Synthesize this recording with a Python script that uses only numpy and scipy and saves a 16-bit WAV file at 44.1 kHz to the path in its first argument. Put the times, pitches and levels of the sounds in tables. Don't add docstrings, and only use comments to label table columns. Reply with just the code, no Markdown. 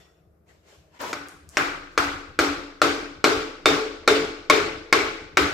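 import sys
import numpy as np
from scipy import signal
from scipy.fft import rfft, irfft, next_fast_len
from scipy.io import wavfile
from scipy.ndimage import uniform_filter1d, map_coordinates

SR = 44100
rng = np.random.default_rng(int(sys.argv[2]) if len(sys.argv) > 2 else 0)


def dump(signal):
    limited = np.clip(np.atleast_2d(signal).T, -1, 1)
    pcm = np.round(limited * 32767).astype(np.int16)
    wavfile.write(sys.argv[1], SR, pcm)


def natural_amplitude(level_db):
    exponent = np.asarray(level_db, float) / 20
    return 10 ** exponent


N = 243873

# mode in Hz, level in dB, t60 in s.
TOOL_MODES = [(1910, -3, 0.47), (2697, -7, 0.33), (3450, -2, 0.46), (3560, -7, 0.54), (5470, -9, 0.67),
              (5507, -11, 0.51)]
# start in s, rise in s, hold in s, level in dB, fizz in dB relative to the body.
RUSTLES = [
    (0, 0.00076, .002, -60.5, -5),
    (.46, 0.031, .015, -62, -7.5),
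    (.63, 0.053, 0.065, -62.5, -2.5),
]
# start, rise and hold in s, level in dB, fizz in dB.
SLIDES = [
    (.9, 0.051, 0.028, -56, -13),
    (.99, 0.015, 0.11, -36.5, -11),
    (1.5, 0.058, .004, -50.5, -5),
    (1.9, 0.027, 0.03, -75, 6),
]
# frequency in Hz, level in dB per Hz.
SCUFF = [(88, -40), (150, -14), (336, 2), (367, 4.5), (872, -3.5), (953, -4.5), (1200, -3), (2660, -7.5),
         (5000, -21), (6500, -53), (11000, -120)]
GRIND = [(120, -36), (250, -8), (600, -7.5), (850, -9), (960, 2), (1150, -6.5), (2700, -15), (6500, -29)]
FIZZ = [(2000, -0.5), (3500, -1.5), (7500, -3), (9500, -18), (13000, -18), (15500, -46), (16500, -50)]
# frequency in Hz, level in dB per Hz.
AIR = [(59, -19), (100, -19), (248, -50), (305, -19), (368, -11), (568, -16.5), (617, -12), (952, -28),
       (1220, -24), (3090, -44), (14000, -48)]
# frequency in Hz, level in dB rms.
HUM = [(75.4, -68.5), (156.1, -78), (306.8, -69.5)]
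# frequency in Hz, level in dB per Hz.
FLOOR = [(24, -16), (40, -4), (70, 11), (129, 1), (167, 8), (203, -7), (220, 0), (290, -31.5), (480, -120)]
# time in s, peak in dB, centre in Hz.
TICKS = [
    (1.0165, -29, 10400),
    (1.2745, -49.5, 10400),
    (1.2857, -29, 7300),
    (1.491, -29, 6850),
]
# time in s, force in dB, seating 0-1 (how firmly the struck part bears on the block),
# turn 0-1 (how far round its face the head lands), heft in dB (push into the casting).
BLOWS = [(1.1297, -9, 0.13, 0.26, -3), (1.57, 0, 0, 0.48, 1), (1.9771, 0.5, 0, 0.17, 1.5),
         (2.3898, 1, 0.51, 0.13, 0), (2.8169, 1.5, 0.57, 0.24, 1), (3.2416, 2.5, 0.76, 0.37, -0.5),
         (3.6572, 2.5, 0.94, 0.5, -1.5), (4.0764, 2.5, 0.99, 0.64, -1.5), (4.4988, 3, 0.92, 0.97, -1),
         (4.9265, 2, 0.81, 0.99, -1), (5.371, 2, 0.38, 0.67, 4.5)]
# level in dB, t60 in s.
CLANK_HZ = [520, 850, 1190, 1360, 1600, 1950, 2380, 2600, 2950, 3700, 4400, 5100, 5700, 7000]
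CLANK = [(-1, 0.029), (-8, 0.021), (-8, 0.04), (5.5, 0.013), (-43, 0.0093), (-26, 0.072), (-2, 0.024),
         (-11, 0.0051), (-17, 0.0037), (-19, 0.019), (-3.5, 0.011), (4, 0.0065), (-6, 0.0074), (1, 0.0039)]
FLEXING = [2, 6]
# level in dB, t60 in s.
RING_HZ = [545, 597, 689, 771, 860, 1098, 1212, 1378, 1500, 1731, 2098, 2174, 2222, 2319, 2380, 3219, 3645,
           3881]
RING = [(-31, 0.043), (10, 0.23), (4, 0.51), (5.5, 0.59), (0.5, 0.72), (-6.5, 0.49), (-11, 0.13),
        (-26, 0.16), (-4, 0.79), (-1, 0.098), (-3, 0.22), (-29, 0.65), (-10.5, 0.4), (-34, 0.53),
        (-0.5, 0.42), (-22, 0.25), (-1, 0.26), (-21, .35)]
BOOM_HZ = [286, 335, 391, 438, 414, 465]
BOOM_T60 = [0.77, 0.68, 0.38, 0.73, 0.53, 0.23]
# frequency in Hz, level in dB per Hz.
CRACK = [(60, -18.5), (150, -21.5), (300, 5.5), (600, 4.5), (1200, 2.5), (1800, 1.5), (2300, 3.5),
         (3000, -1.5), (5000, -7), (7500, -12.5), (9500, -19), (13000, -27.5), (15500, -34), (16500, -114)]
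# centre in Hz, width in Hz, gain in dB.
DIPS = [(784, 150, -4), (980, 124, -6), (1776, 185, -3.5), (2750, 1100, -4.5), (9600, 900, -5)]
# frequency in Hz, dB when loose, dB gained when seated, dB gained by a full turn.
DIRECT = [(710, -20, 8.5, -2), (1080, -12, 4.5, 0.5), (1340, -6.5, -4, -3.5), (2170, -18, -2.5, 13),
          (3800, -19.5, 8.5, 1), (5100, -14.5, -3, 3), (10600, -22.5, 5.5, 4.5)]
DIFFUSE = [(666, -22, 7.5, 0.15), (935, -12.5, 1, 1), (1510, -10, -1, 0.68), (2180, -17.5, 1, 5.9),
           (3460, -17.5, 6, 0.81), (5160, -20, 6, 0.36), (11200, -20, 2, .3)]
LASTING = [(774, -6, 3.5, -4), (1090, -11, -2, 25), (1210, 10, -10.5, 1), (1340, -3.5, -3.5, 10.5),
           (2240, 1.5, 4, 0), (2380, -7.5, -7.5, 16), (3650, -18, 31, -0.5), (3880, -15, 25, 7)]
BOOM = [(293, -33.5, 10.8, -11.5), (318, -38, 8.2, -3.3), (391, -44, 21.6, 1.2), (396, -47.5, 18.7, 3.7),
        (463, -46.5, 30.2, -7.5), (452, -66, 39, 4)]
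# frequency in Hz, correlation.
ALIKE = [(30, 0.93), (300, 0.82), (1000, 0.043), (8000, 0.033)]
# frequency in Hz, t60 in s.
GARAGE = [(100, 0.86), (300, 0.96), (800, 0.67), (2000, 0.72), (5000, 0.71), (9000, 0.57), (14000, 0.44)]
# delay in s, left level in dB, right level in dB.
WALLS = [(.0065, -8, -7), (.011, -20.5, -17), (.021, -28.5, -27), (.028, -23, -17)]
# frequency in Hz, left minus right in dB.
LEFT = [(60, 2.5), (200, 1), (700, 3.5), (1500, 3), (3000, 3.5), (5500, -3.5), (9000, 5.5), (14000, 20.5)]

ROOM_GROWS, RING_GROWS = 1.4, 0.94


def unit(x):
    return x / np.sqrt(np.mean(x ** 2) + 1e-20)


def along(points, hz):
    f, v = np.transpose(points)
    return np.interp(np.log(hz + 1), np.log(f + 1), v)


def filtered(x, response):
    m = next_fast_len(x.shape[-1] + 8192)
    return irfft(rfft(x, m) * response(np.fft.rfftfreq(m, 1 / SR)), m)[..., :x.shape[-1]]


def add(track, s, sound):
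    part = track[:, round(s * SR):][:, :sound.shape[1]]
    part += sound[:, :part.shape[1]]


def alike(pair):
    def mixing(hz):
        angle = np.arccos(np.clip(along(ALIKE, hz), -1, 1)) / 2
        return np.array([np.cos(angle), np.sin(angle)])
    mid, side = filtered(pair, mixing)
    return np.array([mid + side, mid - side])


def patches(shape, bins, frames):
    field = uniform_filter1d(rng.standard_normal(shape), size=bins, axis=0)
    return unit(uniform_filter1d(field, size=frames, axis=1))


def rush(spectrum, patchy_db):
    z = signal.stft(rng.standard_normal((2, N)), nperseg=512)[2]
    z = z * natural_amplitude(patchy_db * patches(z.shape[1:], 6, 8))
    pair = signal.istft(z, nperseg=512)[1][:, :N]
    return unit(alike(filtered(pair, lambda hz: natural_amplitude(along(spectrum, hz)))))


def wavering(t, hz, db, t60, rise, rough, rate):
    knots = rng.standard_normal((3, 2, len(hz), 40))
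    at = np.clip(t[::64] * rate, 0, 38)
    drift = np.apply_along_axis(lambda k: map_coordinates(k, [at], order=2), -1, knots)
    drift = (drift[0] + 0.75 * drift[1:]) * rough
    echo = np.repeat(1 + drift[:, 0] + 1j * drift[:, 1], 64, axis=-1)[..., :len(t)]
    echo = uniform_filter1d(echo.real, size=64) + 1j * uniform_filter1d(echo.imag, size=64)
    tone = natural_amplitude(db[:, None] - 60 * t / t60[:, None]) * np.exp(2j * np.pi * hz[:, None] * t)
    return np.sum((echo * tone).imag, axis=1) * (1 - np.exp(-t / rise))


def pulse(db_of, size):
    ceps = irfft(np.log(natural_amplitude(db_of(np.fft.rfftfreq(size, 1 / SR)))), size)
    ceps[1:size // 2] *= 2
    ceps[size // 2 + 1:] = 0
    out = irfft(np.exp(rfft(ceps)), size)
    return out / np.linalg.norm(out)


def near(x):
    answer = np.zeros((2, SR // 20))
    answer[:, 0] = 1
    for s, *db in WALLS:
        answer[:, round(s * SR)] += natural_amplitude(db)
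    return signal.fftconvolve(x[None], answer, axes=1)


def garage(x):
    hz, t, z = signal.stft(rng.standard_normal((2, SR)), SR, nperseg=256)
    z = z * natural_amplitude(1.57 * patches(z.shape[1:], 4, 5) - 60 * t / along(GARAGE, hz)[:, None])
    tail = alike(signal.istft(z, SR, nperseg=256)[1])
    tail = tail * (1 - np.exp(-(np.arange(tail.shape[1]) / SR / .005) ** 2))
    return signal.fftconvolve(x[None], tail / np.linalg.norm(tail[0]), axes=1)


def earlier():
    track, (hz, db, t60) = np.zeros((2, N)), np.transpose(TOOL_MODES)
    t = np.arange(SR // 2) / SR
    add(track, 0, wavering(t, hz, db - 71.5, t60, rise=0.00072, rough=2.5, rate=75))
    return track


def strokes(rows, fade_db_per_s):
    s, rise, hold, db, fizz_db = np.transpose(rows)[..., None]
    t = np.arange(N) / SR - s
    rising = 20 * np.clip(t / rise - 1, -1, 0)
    fading = fade_db_per_s * np.clip(t - rise - hold, 0, None)
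    gain = natural_amplitude(db + rising - fading) * (t >= 0)
    return gain.sum(axis=0), (gain * natural_amplitude(fizz_db)).sum(axis=0)


def rustle():
    cloth, swish = strokes(RUSTLES, fade_db_per_s=98)
    return natural_amplitude(3.0) * cloth * rush(SCUFF, patchy_db=4.0) + natural_amplitude(6.0) * swish * rush(FIZZ, patchy_db=-1.5)


def background():
    t = np.arange(N) / SR
    hum = sum(natural_amplitude(db - 2.0) * np.sin(2 * np.pi * hz * t) for hz, db in HUM)
    return hum + natural_amplitude(-66) * rush(AIR + [(16500, -75)], patchy_db=1.2)


def stand():
    s, force_db, _, _, heft_db = np.transpose(BLOWS)[..., None]
    t = np.clip(np.arange(N) / SR - s, 0, None)
    thud = natural_amplitude(-38 + force_db + heft_db - 60 * t / 0.82) * (1 - np.exp(-t / 0.02))
    rest = natural_amplitude(-62)
    swing = (t / .2 * np.exp(1 - t / .2)) ** 2
    phase = 2 * np.pi * (35.4 - 11 * t) * t + 8.1 * rng.random(s.shape)
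    rock = natural_amplitude(-44.5 + 6.2 * np.minimum(force_db, 0)) * swing * np.sin(phase)
    return (rest + thud.sum(axis=0)) * rush(FLOOR, patchy_db=3.5) + rock.sum(axis=0)


def scrape():
    slide, rasp = strokes(SLIDES, fade_db_per_s=596)
    grind = rush(GRIND + [(11000, -120)], patchy_db=3.0)
    return natural_amplitude(3.0) * slide * grind + natural_amplitude(6.0) * rasp * rush(FIZZ, patchy_db=-1.5)


def ticks():
    track = np.zeros((2, N))
    for s, db, hz in TICKS:
        spectrum = lambda f: np.clip(-22 * np.log2(f / hz + 0.015) ** 2, -30, 0)
        click = natural_amplitude(db + 8.0) * pulse(spectrum, size=512)
        add(track, s, near(natural_amplitude(-2.5) * click))
        add(track, s, natural_amplitude(-3.0) * garage(click))
    return track


def shares(table, seating, turn, hz):
    return along([(f, loose + seated * seating + turned * turn) for f, loose, seated, turned in table], hz)


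def radiated(table, seating, turn, hz):
    dips = sum(db * np.exp(-((hz - centre) / width) ** 2) for centre, width, db in DIPS)
    return along(CRACK, hz) + shares(table, seating, turn, hz) + dips


def part_clank(t, seating, turn):
    hz, (level, t60) = np.array(CLANK_HZ), np.transpose(CLANK)
    hz = hz * (1 - 0.073 * turn * np.isin(np.arange(len(hz)), FLEXING))
    db = level + shares(DIRECT, seating, turn, hz) + 6.0
    t60 = t60 * (1 - .45 * (1 - seating))
    hz = hz * (1 + .007 * rng.standard_normal(len(hz)))
    modes = natural_amplitude(db[:, None] - 60 * t / t60[:, None]) * np.sin(2 * np.pi * hz[:, None] * t)
    return np.sum(modes, axis=0) * (1 - np.exp(-t / 0.00091))


def contact(t, seating, turn):
    colour = lambda f: radiated(DIRECT, seating, turn, f)
    hiss = unit(filtered(rng.standard_normal(len(t)), lambda f: natural_amplitude(colour(f))))
    chatter = natural_amplitude(-6.0) * hiss * natural_amplitude(-60 * t / 0.022) * (1 - np.exp(-t / 0.001))
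    brighter = lambda f: colour(f) + 2 * np.log2(f / 1000 + .1)
    return chatter + natural_amplitude(-12) * pulse(brighter, size=len(t))


def block_ring(t, force_db, seating, turn):
    hz, (level, t60) = np.array(RING_HZ), np.transpose(RING)
    db = level + shares(LASTING, seating, turn, hz) + RING_GROWS * force_db - 36
    return wavering(t, hz, db, t60, rise=0.00094, rough=.45, rate=16.1)


def block_boom(t, push_db, seating, turn):
    hz, t60 = np.array(BOOM_HZ), np.array(BOOM_T60)
    db = shares(BOOM, seating, turn, hz) + push_db
    beat = np.tanh(2.2 * np.sin(np.pi * t / 0.178))
    lowest = wavering(t, hz[:1], db[:1] + 6.5, t60[:1], rise=0.0064, rough=0.36, rate=14.7)
    others = wavering(t, hz[1:], db[1:] + 4.5, t60[1:], rise=0.008, rough=0.38, rate=20.0)
    return beat * lowest + others


def hammer():
    track, t = np.zeros((2, N)), np.arange(SR // 2) / SR
    short = t[:SR // 10]
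    for s, force_db, seating, turn, heft_db in BLOWS:
        add(track, s, block_ring(t, force_db, seating, turn))
        add(track, s, block_boom(t, force_db + heft_db, seating, turn))
        clank = part_clank(short, seating, turn)
        add(track, s, near(natural_amplitude(force_db) * (clank + contact(short, seating, turn))))
        burst = pulse(lambda f: radiated(DIFFUSE, seating, turn, f), size=8192)
        add(track, s, garage(natural_amplitude(ROOM_GROWS * force_db + 12) * burst))
        add(track, s, garage(natural_amplitude(ROOM_GROWS * force_db - 9.5) * clank))
    return track


def scene():
    return earlier() + rustle() + background() + stand() + scrape() + ticks() + hammer()


def roll_off(x):
    return signal.sosfilt(signal.butter(12, 16680, fs=SR, output="sos"), x)


def record(dry):
    x = filtered(dry, lambda hz: natural_amplitude(np.outer([.5, -.5], along(LEFT, hz))))
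    x = x / (1 + np.abs(x / 1.02) ** 5) ** (1 / 5)
    top = lambda hz: 1 / np.sqrt(1 + (hz / 16000) ** 40)
    bottom = lambda hz: 1 / np.sqrt(1 + (36 / (hz + 1)) ** 6)
    mix = filtered(x, lambda hz: top(hz) * bottom(hz))
    return roll_off(mix)


dry = scene()
out = record(dry)
dump(out)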